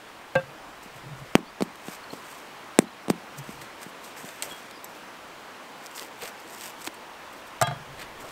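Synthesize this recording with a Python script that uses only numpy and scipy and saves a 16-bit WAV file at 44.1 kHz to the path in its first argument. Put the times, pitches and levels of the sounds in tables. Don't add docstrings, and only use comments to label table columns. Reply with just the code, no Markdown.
import sys
import numpy as np
from scipy import signal
from scipy.io import wavfile
from scipy.ndimage import uniform_filter1d

SR = 44100
rng = np.random.default_rng(int(sys.argv[2]) if len(sys.argv) > 2 else 0)


def store_wav(level_fs):
    pcm = np.round(np.clip(np.atleast_2d(level_fs), -1, 1) * 32767)
    wavfile.write(sys.argv[1], SR, pcm.T.astype(np.int16))


def rack_gain(trim_db):
    fader = np.asarray(trim_db, float)
    return 10 ** (fader / 20)


N = 366471

# frequency_hz, level_db
CRUMB_SPECTRUM = [(200, -33.5), (500, 8.5), (1200, 9), (2500, 11.5), (4500, 9.5), (7000, -25)]


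def evened(x):
    return x / np.sqrt(np.mean(x ** 2) + 1e-20)


def peaked(x):
    return x / abs(x).max()


def curves(rows):
    s, *columns = np.transpose(rows)
    return [np.interp(np.arange(N) / SR, s, c) for c in columns]


def read(points, hz):
    f, value = np.transpose(points)
    return np.interp(np.log(hz + 1), np.log(f + 1), value)


def coloured(x, points):
    level_db = np.maximum(read(points, abs(np.fft.fftfreq(4096, 1 / SR))), -100)
    log_gain = np.log(rack_gain(level_db))
    taps = np.fft.ifft(np.exp(np.conj(signal.hilbert(log_gain)))).real[:2048]
    return signal.oaconvolve(x, taps)[:len(x)]


def resonate(x, hz, width):
    r = np.exp(-np.pi * width / SR)
    return 2 * signal.lfilter([1 - r], [1, -r * np.exp(2j * np.pi * hz / SR)], x).real


def add(mix, s, sound):
    part = mix[round(s * SR):][:len(sound)]
    part += sound[:len(part)]


def swells(rows):
    t = np.arange(0, N + 32, 32) / SR
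    peak, rise, fall, db = np.transpose(rows)[:4, :, None]
    away = np.maximum((peak - t) / rise, (t - peak) / fall)
    return rack_gain(db - 17.5 * away ** 1.22) ** 2


def stretched(x):
    return np.interp(np.arange(N) / 32, np.arange(len(x)), x)


def tick(t60, hz, noise, broad_db):
    # frequency_hz, level_db
    snap_spectrum = [(1500, -48), (3000, -5), (5000, -8.5), (7000, -6.5), (8300, -2), (10200, -19.5),
                     (13400, -11), (15500, -19), (17000, -45)]
    burst = noise * rack_gain(-60 * np.arange(len(noise)) / SR / max(t60, .002))
    burst[0] -= 5.0
    broad = rack_gain(broad_db) * coloured(burst, snap_spectrum)
    return peaked(broad + resonate(burst, hz, 0.089 * hz))


def knocks():
    # start_s, click_db, thump_db, thump_t60_s, contact_time_factor
    knuckles = [
        (0.859, -46, -32.5, 0.038, 1.2),
        (1.3535, 2.5, 4, 0.017, 0.93),
        (1.622, -16.5, -8.5, 0.037, 1.5),
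        (1.8836, -24, -21.5, 0.027, 1.05),
        (2.789, -6, 2.5, 0.023, 1.45),
        (3.0831, -26, -15.5, .021, 1),
        (3.1015, -11.5, -5, 0.036, 1.3),
        (3.491, -32, -25.5, 0.034, 1.3),
    ]
    # second_touch_ms, second_touch_db, crust_ring_db, overtones_db
    landings = [
        (.51, -6, -8, -21),
        (.47, -10, -15, -21),
        (1, -10, -1.5, -22),
        (0.64, -6, -12, -22),
        (.6, 5, 8.5, -16),
        (0.4, -4, 1, -21),
        (-0.13, 1, -1.5, -18),
        (0.52, -6, -12, -18),
    ]
    # start_s, click_db, thump_db, thump_hz
    fingers = [
        (1.6071, -22, -13, 233),
        (1.6116, -38, -15, 163),
        (2.1306, -48, -25, 149),
        (2.1353, -33, -22.5, 260),
        (3.0903, -43, -24, 330),
        (3.0988, -45, -16, 150),
        (3.864, -44, -26, 151),
        (4.243, -45, -26.5, 142),
        (6.8755, -19, -20, 290),
    ]
    # second_touch_ms, second_touch_db, crust_ring_db, overtones_db
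    finger_landing = (1, 4, -9, -22)
    # frequency_hz, level_db, t60_s
    loaf_modes = [(570, -15.5, 0.018), (1080, -15, 0.027), (1820, -24, 0.019), (2230, -13, 0.019),
                  (3650, 1, 0.0068), (4540, 3, 0.0038)]
    knuckle_hz, finger_t60_s, finger_pad = 185.6, 0.021, 1.3
    crust_hz, crust_t60_s, rebound_s = 8600, 0.0022, .00009

    out, t = np.zeros(N), np.arange(4000) / SR
    contact_t = t[:600]
    rows = [(*row, knuckle_hz, *land) for row, land in zip(knuckles, landings)]
    rows += [(*row[:3], finger_t60_s, finger_pad, row[3], *finger_landing) for row in fingers]
    overtones = sum(rack_gain(db - 60 * t / t60) * np.sin(2 * np.pi * hz * t) for hz, db, t60 in loaf_modes)
    ring = rack_gain(-60 * contact_t / crust_t60_s) * np.sin(2 * np.pi * crust_hz * contact_t)
    rebound = np.exp(-contact_t / rebound_s)
    for row, noise in zip(sorted(rows), rng.standard_normal((len(rows), 600))):
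        s, click_db, thump_db, t60, pad, hz, gap_ms, second_db, ring_db, over_db = row
        turns = hz * t + 0.51 * (1 - np.exp(-t / (0.00057 * pad))) + 0.13 * (1 - np.exp(-t / 0.0034))
        onset = 1 - np.exp(-t / (.00006 * rack_gain(-.6 * thump_db)))
        decay = rack_gain(-60 * t / t60) + rack_gain(-61.0 - 60 * t / 0.062)
        thump = np.sin(2 * np.pi * turns + 0.31) * onset * decay
        slap = np.exp(-contact_t / (0.00025 * pad)) * (1 + 0.7 * noise)
        second = rack_gain(ring_db) * ring + rack_gain(second_db) * rebound
        second += 0.17 * tick(0.019, 14300, noise[::-1], 3.6)
        add(out, s, rack_gain(thump_db) * (thump + rack_gain(over_db) * overtones))
        add(out, s, rack_gain(click_db) * peaked(coloured(slap, CRUMB_SPECTRUM)))
        add(out, s + gap_ms / 1000, rack_gain(click_db) * second)
    return out


def cracks():
    # start_s, peak_db, ring_hz, crumb_share_db, t60_s
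    grip_cracks = [(1.7567, -32, 3280, -14, 0.007), (4.2492, -30, 7750, -15, 0.0095),
                   (4.2887, -30, 7190, -2, .012), (4.4231, -19.5, 4800, -10, 0.022),
                   (4.4258, -19.5, 3300, -7, 0.011), (4.4332, -28, 8500, -12, .004),
                   (4.4232, -12, 8000, -14, .004), (4.512, -45, 3280, -5, 0.0064),
                   (4.521, -27, 8000, -16, .0055), (4.7106, -31, 4010, -6, 0.0079),
                   (8.2896, -34, 4070, -12, .007)]
    # start_s, peak_db, ring_hz, crumb_share_db
    tear_cracks = [(5.8607, -25, 5500, -22), (5.8666, -25.5, 5430, -19), (5.9123, -35, 3500, -12),
                   (5.9514, -31, 5460, -19), (5.9569, -29, 3440, -18), (5.96, -30, 3470, -11),
                   (5.9788, -25, 3620, -3.5), (5.9812, -30, 5500, -8), (6.0065, -36, 5000, -6),
                   (6.488, -38, 7800, -12), (6.5345, -38, 8000, -14), (6.675, -36, 8500, -12),
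                   (5.995, -21, 4560, -13), (6.019, -42, 4800, -4), (6.03, -29, 4770, -9),
                   (6.2058, -40, 3650, -7), (6.221, -39, 7600, -4), (6.225, -33, 3270, 2),
                   (6.2349, -24, 5030, -12), (6.26, -39, 3100, -1), (6.2824, -37, 13000, -12),
                   (6.4769, -35, 3060, -12), (6.5055, -35, 12000, -12), (6.5301, -36, 8400, -14),
                   (6.547, -29, 8140, -14), (6.5596, -37, 8130, -12), (6.583, -36, 7420, -10),
                   (6.6, -33, 3210, -12), (6.61, -24, 13900, -16), (6.6182, -29, 8000, -6),
                   (6.635, -28, 3420, -11), (6.642, -31, 12500, -8), (6.658, -22, 6160, -14),
                   (6.698, -32, 13000, -12), (6.703, -34, 3570, -10), (6.809, -38, 11000, -12),
                   (6.8165, -30, 7790, -12), (6.844, -25, 7860, -20), (6.866, -25, 3080, -3),
                   (6.872, -30, 5000, 4), (6.873, -22, 3290, 1.5), (6.9436, -35, 8500, -15)]
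    tear_t60_s, broad_db, delay_s = .0045, 1.5, .0006

    out, t = np.zeros(N), np.arange(2000) / SR
    rows = sorted(grip_cracks + [(*row, tear_t60_s) for row in tear_cracks])
    for (s, db, hz, body_db, t60), noise in zip(rows, rng.standard_normal((len(rows), 2000))):
        jolt = noise[::-1] * rack_gain(-60 * t / (2.3 * min(t60, .012)))
        add(out, s + delay_s, rack_gain(db) * tick(t60, hz, noise, broad_db))
        add(out, s + delay_s, rack_gain(db + body_db) * peaked(coloured(jolt, CRUMB_SPECTRUM)))
    return out


def rub():
    # peak_s, rise_s, fall_s, rustle_db, low_share_db
    palms = [(.832, 0.012, .04, -53, -10), (.982, 0.052, 0.014, -52.5, 1), (1.196, .05, .02, -58, -8),
             (1.33, .25, .02, -63, -8), (1.86, .015, 0.12, -48, 2), (1.95, 0.13, 0.021, -46, 1.5),
             (2.132, .035, 0.13, -52, -18), (2.31, 0.17, 0.2, -52.5, 2), (3.388, 0.023, 0.018, -44, -4),
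             (3.488, .09, 0.15, -52.5, 2), (3.612, .014, .055, -49.5, 3.5), (3.834, 0.04, .015, -45, 0.5),
             (3.894, .06, .03, -55, 2), (4.048, 0.031, 0.079, -48, -13), (4.176, 0.018, 0.097, -46.5, 2),
             (4.255, .025, 0.2, -49.5, 1), (4.515, 0.12, 0.18, -50.5, 3.5), (8.02, 0.052, 0.029, -46.5, 7),
             (8.212, .025, .04, -50.5, 0.5), (8.29, 0.1, .1, -53.5, 2.5)]
    # peak_s, rise_s, fall_s, rustle_db, low_share_db
    skids = [
        (1.386, 0.025, .01, -51, -11),
        (1.624, 0.0033, 0.022, -41.5, -9),
        (2.818, 0.038, 0.028, -50, -14),
        (3.1, 0.0039, 0.014, -32, -9),
        (4.433, 0.005, 0.046, -39, 0.5),
    ]
    # peak_s, rise_s, fall_s, rustle_db, low_share_db
    tears = [(4.894, .018, 0.037, -56, -6), (4.954, .016, 0.091, -55, -10), (5.866, .014, .009, -49, -6),
             (5.85, 0.11, .02, -56, -4), (5.962, .014, 0.067, -44.5, -9), (6.025, 0.12, 0.063, -47.5, 2),
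             (6.226, 0.03, 0.072, -48, 6), (6.285, 0.12, 0.037, -47, 1), (6.4, .008, .025, -52, -8),
             (6.54, 0.15, .12, -51.5, -2), (6.65, 0.13, 0.092, -45.5, 1), (6.818, 0.043, 0.018, -49, 1),
             (6.873, 0.044, .008, -40, -2.5), (6.946, .009, .006, -48.5, -1),
             (7.332, .03, 0.17, -58.5, -12), (7.474, .013, 0.018, -50.5, -11)]
    # frequency_hz, level_db
    skin_spectrum = [(1500, -26), (3000, 5), (5000, 1.5), (7000, 1), (8300, 4.5), (10200, -7.5),
                     (13400, -1.5), (15500, -13), (17000, -10)]
    # frequency_hz, level_db
    torn_spectrum = [(1500, -27), (3000, -1.5), (4800, 3), (6500, -1), (8300, 2), (10200, -8), (13400, -1),
                     (15500, -11), (17000, -15)]
    palm_grain, skid_grain, tear_grain = .45, .35, .75

    rows = palms + skids + tears
    power, rest = swells(rows), rack_gain(-69.0) ** 2
    level = np.sqrt(power.sum(0) + rest)
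    low = np.sqrt(rack_gain(np.transpose(rows)[4]) ** 2 @ power + rest / 6)
    shares = np.repeat([palm_grain, skid_grain, tear_grain], [len(palms), len(skids), len(tears)])
    grainy = np.clip(stretched((shares @ power + palm_grain * rest) / level ** 2), 0, 1)
    hiss, size, clump = rng.standard_normal((3, N))
    clump = evened(uniform_filter1d(uniform_filter1d(clump, 170), 120))
    fractured = rng.random(N) < 1500 / SR * rack_gain(2.5 * clump)
    grains = fractured * rack_gain(5.0 * abs(size))
    grain_decay = rack_gain(-60 * np.arange(200) / SR / 0.0015)
    grains = hiss[::-1] * signal.oaconvolve(grains, grain_decay)[:N]
    smooth = (1 - grainy) * hiss * rack_gain(2.0 * clump)
    broken = grainy * evened(grains)
    high = coloured(smooth, skin_spectrum) + coloured(broken, torn_spectrum)
    shaken = coloured(smooth + broken, CRUMB_SPECTRUM)
    return rack_gain(2.5) * (stretched(level) * evened(high) + stretched(low) * evened(shaken))


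def groans():
    # peak_s, rise_s, fall_s, level_db
    squeezes = [
        (4.48, 0.087, 0.027, -43.5),
        (4.515, 0.0084, 0.05, -40.5),
        (6.02, 0.023, 0.04, -45),
        (6.24, 0.036, 0.034, -39.5),
        (8.25, 0.029, 0.04, -39.5),
    ]
    hz, width_hz = 476, 530
    body = resonate(resonate(rng.standard_normal(N), hz, width_hz), hz, width_hz)
    return stretched(np.sqrt(swells(squeezes).sum(0))) * evened(body)


def pan(blows, modes, tick_hz, broad_db, settle_s, pair):
    out, t = np.zeros(N), np.arange(SR // 2) / SR
    hz, db, t60 = np.transpose(modes)[:, :, None]
    partner = pair * np.sin(2 * np.pi * (hz * 1.006 * t + rng.random(hz.shape)))
    tones = np.sin(2 * np.pi * hz * t) + partner * (1 - np.exp(-t / 0.00017))
    rings = rack_gain(db - 60 * t / np.clip(t60, .02, .32)) * tones
    signs = (-1) ** np.arange(len(modes))
    for (s, blow_db, tick_db, rattle_db, bright_db), noise in zip(blows, rng.standard_normal((len(blows), 3000))):
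        dull_db = -bright_db * np.log2(np.maximum(hz[:, 0] / 700, 1))
        choke_db = -np.clip((s + t - settle_s) * 1500, 0, 9.5)
        shares = signs * rack_gain(1.2 * noise[-len(modes):] - dull_db)
        rattle = coloured(noise[::-1] * rack_gain(-60 * t[:3000] / 0.061), CRUMB_SPECTRUM)
        add(out, s, rack_gain(blow_db + choke_db) * (shares @ rings))
        add(out, s, rack_gain(tick_db) * tick(0.016, tick_hz, noise, broad_db))
        add(out, s, rack_gain(rattle_db) * peaked(resonate(rattle, 1360, 310)))
    return out


def bread_bounces():
    # start_s, blow_db, tick_db, rattle_db, brightness_db_per_octave
    bounces = [
        (7.6142, -20, -10, -17, 1.7),
        (7.6235, -19, -9.5, -20, 1),
        (7.671, -32, -29, -26, 1),
        (7.6765, -50, -40, -28, -17),
        (7.7105, -33, -44, -31, -5),
    ]
    free_hz = [603, 700, 878, 1010, 1213, 1631, 1900, 2112, 2670, 3942, 5452, 4663, 5438, 6298, 7165, 7562,
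               8506]
    # level_db, t60_s of the free modes
    free_modes = [(-7.5, 0.11), (5.5, 0.07), (-11, 0.36), (-11, 0.047), (-7.5, 0.2), (-19, 0.37),
                  (-8.5, 0.018), (-19, 0.33), (-29, 0.25), (-17.5, 0.2), (-36, 0.23), (-27, 0.22),
                  (-29, 0.3), (-29, .1), (-14, 0.045), (-24, .04), (-19, 0.023)]
    # start_s, blow_db, tick_db, rattle_db, brightness_db_per_octave
    wall_blow = [(7.631, -35.5, -70, -70, 0)]
    # frequency_hz, level_db, t60_s
    wall_modes = [(3277, 0, .32), (3290, -1.5, .3)]
    out = pan(bounces, np.c_[free_hz, free_modes], 8100, 2.1, 7.76, 0.29)
    return out + pan(wall_blow, wall_modes, 3300, 0, 7.8, 0)


def pan_set_down():
    # start_s, blow_db, tick_db, rattle_db, brightness_db_per_octave
    contacts = [
        (.3537, -21, -27, -23, 0),
        (.35747, -16, -33, -23, .6),
        (.397, -35, -50, -35, -4),
    ]
    held_hz = [148, 530, 690, 716, 888, 1147, 1588, 2051, 2400, 2627, 2842, 3535, 4382, 300]
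    # level_db, t60_s of the held modes
    held_modes = [(-1.3, 0.17), (-2.5, 0.14), (-4, 0.027), (-7.5, 0.14), (-7.5, 0.094), (-9, 0.11),
                  (-8, 0.18), (-15.5, 0.054), (-27, 0.02), (-15, 0.12), (-24, 0.12), (-27, 0.17),
                  (-30, 0.19), (-24, 0.16)]
    # start_s, blow_db, tick_db, rattle_db, brightness_db_per_octave
    rim_touch = [(.3535, -20.5, -51, -40, 0)]
    # frequency_hz, level_db, t60_s
    edge_modes = [(710, 0, .02), (895, -15, 0.018), (2400, -4, .012)]
    out = pan(contacts, np.c_[held_hz, held_modes], 4000, -7, 0.398, .35)
    return out + pan(rim_touch, edge_modes, 2400, 0, .4, 0.36)


def crumb_drops():
    # start_s, blow_db, tick_db, rattle_db, brightness_db_per_octave
    rim_drop = [(4.8436, -39.5, -33, -60, 0.5)]
    # frequency_hz, level_db, t60_s
    rim_modes = [(5437, -15, 0.082), (6282, -9, 0.071), (7171, -6, 0.039), (8000, 2, 0.018),
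                 (11420, -6, 0.045), (12400, 2, 0.019), (13800, -5, 0.025), (14790, -21, 0.035)]
    # start_s, blow_db, tick_db, rattle_db, brightness_db_per_octave
    base_tap = [(4.511, -39.5, -60, -36, 0)]
    # frequency_hz, level_db, t60_s
    base_modes = [(3300, 0, .22), (880, -2, .05)]
    return pan(rim_drop, rim_modes, 9200, -11, 4.87, .35) + pan(base_tap, base_modes, 2500, -3, 4.9, 0.12)


def rocks():
    # start_s, level_db, pitch_hz, length_s
    thuds = [
        (.356, -23, 146, 0.029),
        (7.617, -20, 125, 0.032),
        (7.674, -24, 138, 0.039),
        (7.715, -27, 137, 0.028),
        (7.757, -34, 133, 0.025),
        (7.795, -39, 138, 0.035),
    ]
    out = np.zeros(N)
    for s, db, hz, length in thuds:
        t = np.arange(0, length, 1 / SR)
        envelope = rack_gain(db - 7 * t / length) * signal.windows.tukey(len(t), .45)
        add(out, s, envelope * np.sin(2 * np.pi * hz * t))
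    return out


def echoes(x):
    # delay_s, level_db, centre_hz, width_hz
    reflections = [
        (.035, -25, 340, 250),
        (.047, -20.5, 216, 89.5),
        (.075, -33.5, 225, 90),
    ]
    out = np.zeros(N)
    for delay, db, hz, width in reflections:
        add(out, delay, rack_gain(db) * resonate(resonate(x, hz, width), hz, 2 * width))
    return out


def yard(x):
    # frequency_hz, t60_s
    decay_times = [(100, 0.47), (300, 0.15), (1000, 0.32), (4000, 0.022), (12000, 0.11)]
    taps = np.zeros(SR // 3)
    at = np.arange(200, len(taps) - 20, 20)
    taps[at + rng.integers(0, 20, len(at))] = rng.choice([-1., 1.], len(at))
    hz, t, z = signal.stft(taps, SR, nperseg=256)
    decay = rack_gain(-60 * t / read(decay_times, hz)[:, None])
    tail = signal.istft(z * decay, SR, nperseg=256)[1]
    return signal.fftconvolve(x, tail / np.linalg.norm(tail))[:N]


def lows():
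    # peak_s, rise_s, fall_s, level_db
    leans = [
        (.44, .01, 0.11, -49),
        (.97, 0.023, 0.033, -47.5),
        (1.142, 0.15, 0.037, -40.5),
        (1.222, 0.03, 0.04, -44),
        (3.396, 0.034, 0.038, -39),
        (3.488, 0.069, .045, -51),
        (3.59, 0.071, 0.086, -47.5),
        (7.92, 0.14, 0.13, -49),
        (8.266, .04, .05, -57),
    ]
    # time_s, level_db
    rumble_level = [(0.0, -67), (0.99, -59), (1.16, -55), (1.55, -63), (3.12, -75), (3.54, -57),
                    (3.77, -69), (4.63, -74), (5.34, -67), (5.7, -81), (7.5, -63), (7.77, -57), (8.31, -55)]
    table_hz, table_width_hz = 138, 21
    a, b = rng.standard_normal((2, N))
    hum = resonate(resonate(a, table_hz, table_width_hz), table_hz, 56)
    rumble = resonate(resonate(b, 55, 99), 50, 120)
    hum = stretched(np.sqrt(swells(leans).sum(0))) * evened(hum)
    return hum + rack_gain(curves(rumble_level)[0] - 2.5) * evened(rumble)


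def whistles():
    # start_s, length_s, start_hz, end_hz, level_db
    glides = [
        (1.447, 0.07, 4200, 4960, -51),
        (1.9, 0.036, 5000, 4670, -52),
        (1.995, 0.016, 4100, 4660, -48),
        (2.024, 0.036, 4700, 4020, -49),
        (2.098, .016, 4050, 4400, -44),
        (2.114, 0.017, 4440, 4150, -51),
        (2.818, 0.022, 4800, 4300, -46),
        (2.842, 0.017, 3900, 3800, -46),
        (2.87, .025, 3800, 4300, -49),
        (4.697, 0.11, 5130, 4730, -52),
    ]
    out = np.zeros(N)
    flutter = evened(uniform_filter1d(uniform_filter1d(rng.standard_normal(N), 120), 120))
    for s, length, start_hz, end_hz, db in glides:
        hz = np.linspace(start_hz, end_hz, round(length * SR))
        add(out, s, rack_gain(db) * np.hanning(len(hz)) * np.sin(2 * np.pi * np.cumsum(hz) / SR))
    return out * (.6 + .7 * flutter)


def air():
    # frequency_hz, density_db
    wind_spectrum = [(53, -43), (90, -14), (219, -4.5), (338, -1.5), (402, -4.5), (511, -2), (823, -1.5),
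                     (979, -0.5), (3090, -10.5), (3680, -14), (13500, -29.5), (16100, -28)]
    # time_s, level_db
    wind_level = [(0.0, -47.5), (2.03, -45.5), (8.31, -45.5)]
    frames, hz = N // 256 + 5, np.fft.rfftfreq(1024, 1 / SR)
    a, b, patches = rng.standard_normal((frames, 513, 3)).T
    patches = evened(uniform_filter1d(uniform_filter1d(patches, 12, 0), 14, 1))
    z = (a + 1j * b) * rack_gain(read(wind_spectrum, hz)[:, None] + 0.87 * patches)
    wind = signal.istft(z, nperseg=1024, noverlap=768)[1][:N]
    return rack_gain(curves(wind_level)[0] + 1.5) * evened(wind)


def scene():
    hits = knocks() + cracks() + bread_bounces() + pan_set_down() + crumb_drops() + rocks()
    hits = signal.lfilter(*signal.butter(2, 92, "high", fs=SR), hits)
    reflected = rack_gain(-26.0) * yard(hits) + echoes(hits)
    return (hits + reflected + rub() + groans() + lows() + whistles() + air())[None]


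def top_cut(x):
    return signal.sosfilt(signal.butter(12, 16400, fs=SR, output="sos"), x)


def record(dry):
    edge_hz, recovery_db_per_s = 15770, 15.2
    low_pass = signal.firwin(1023, edge_hz, window=("kaiser", 7), fs=SR)
    dry = signal.oaconvolve(dry, low_pass[None], "same")
    power_db = 10 * np.log10(signal.lfilter([1 / 130], [1, 1 / 130 - 1], dry[0] ** 2) + 1e-12)
    fall = np.arange(N) * recovery_db_per_s / SR
    held_db = np.maximum.accumulate(power_db + fall) - fall
    over_db = np.maximum(held_db + 13.0, 0)
    late_db = signal.lfilter([1 / 300], [1, 1 / 300 - 1], over_db)
    mix = np.clip(dry / rack_gain(0.34 * late_db), -1, 1)
    return top_cut(mix)


dry = scene()
out = record(dry)
store_wav(out)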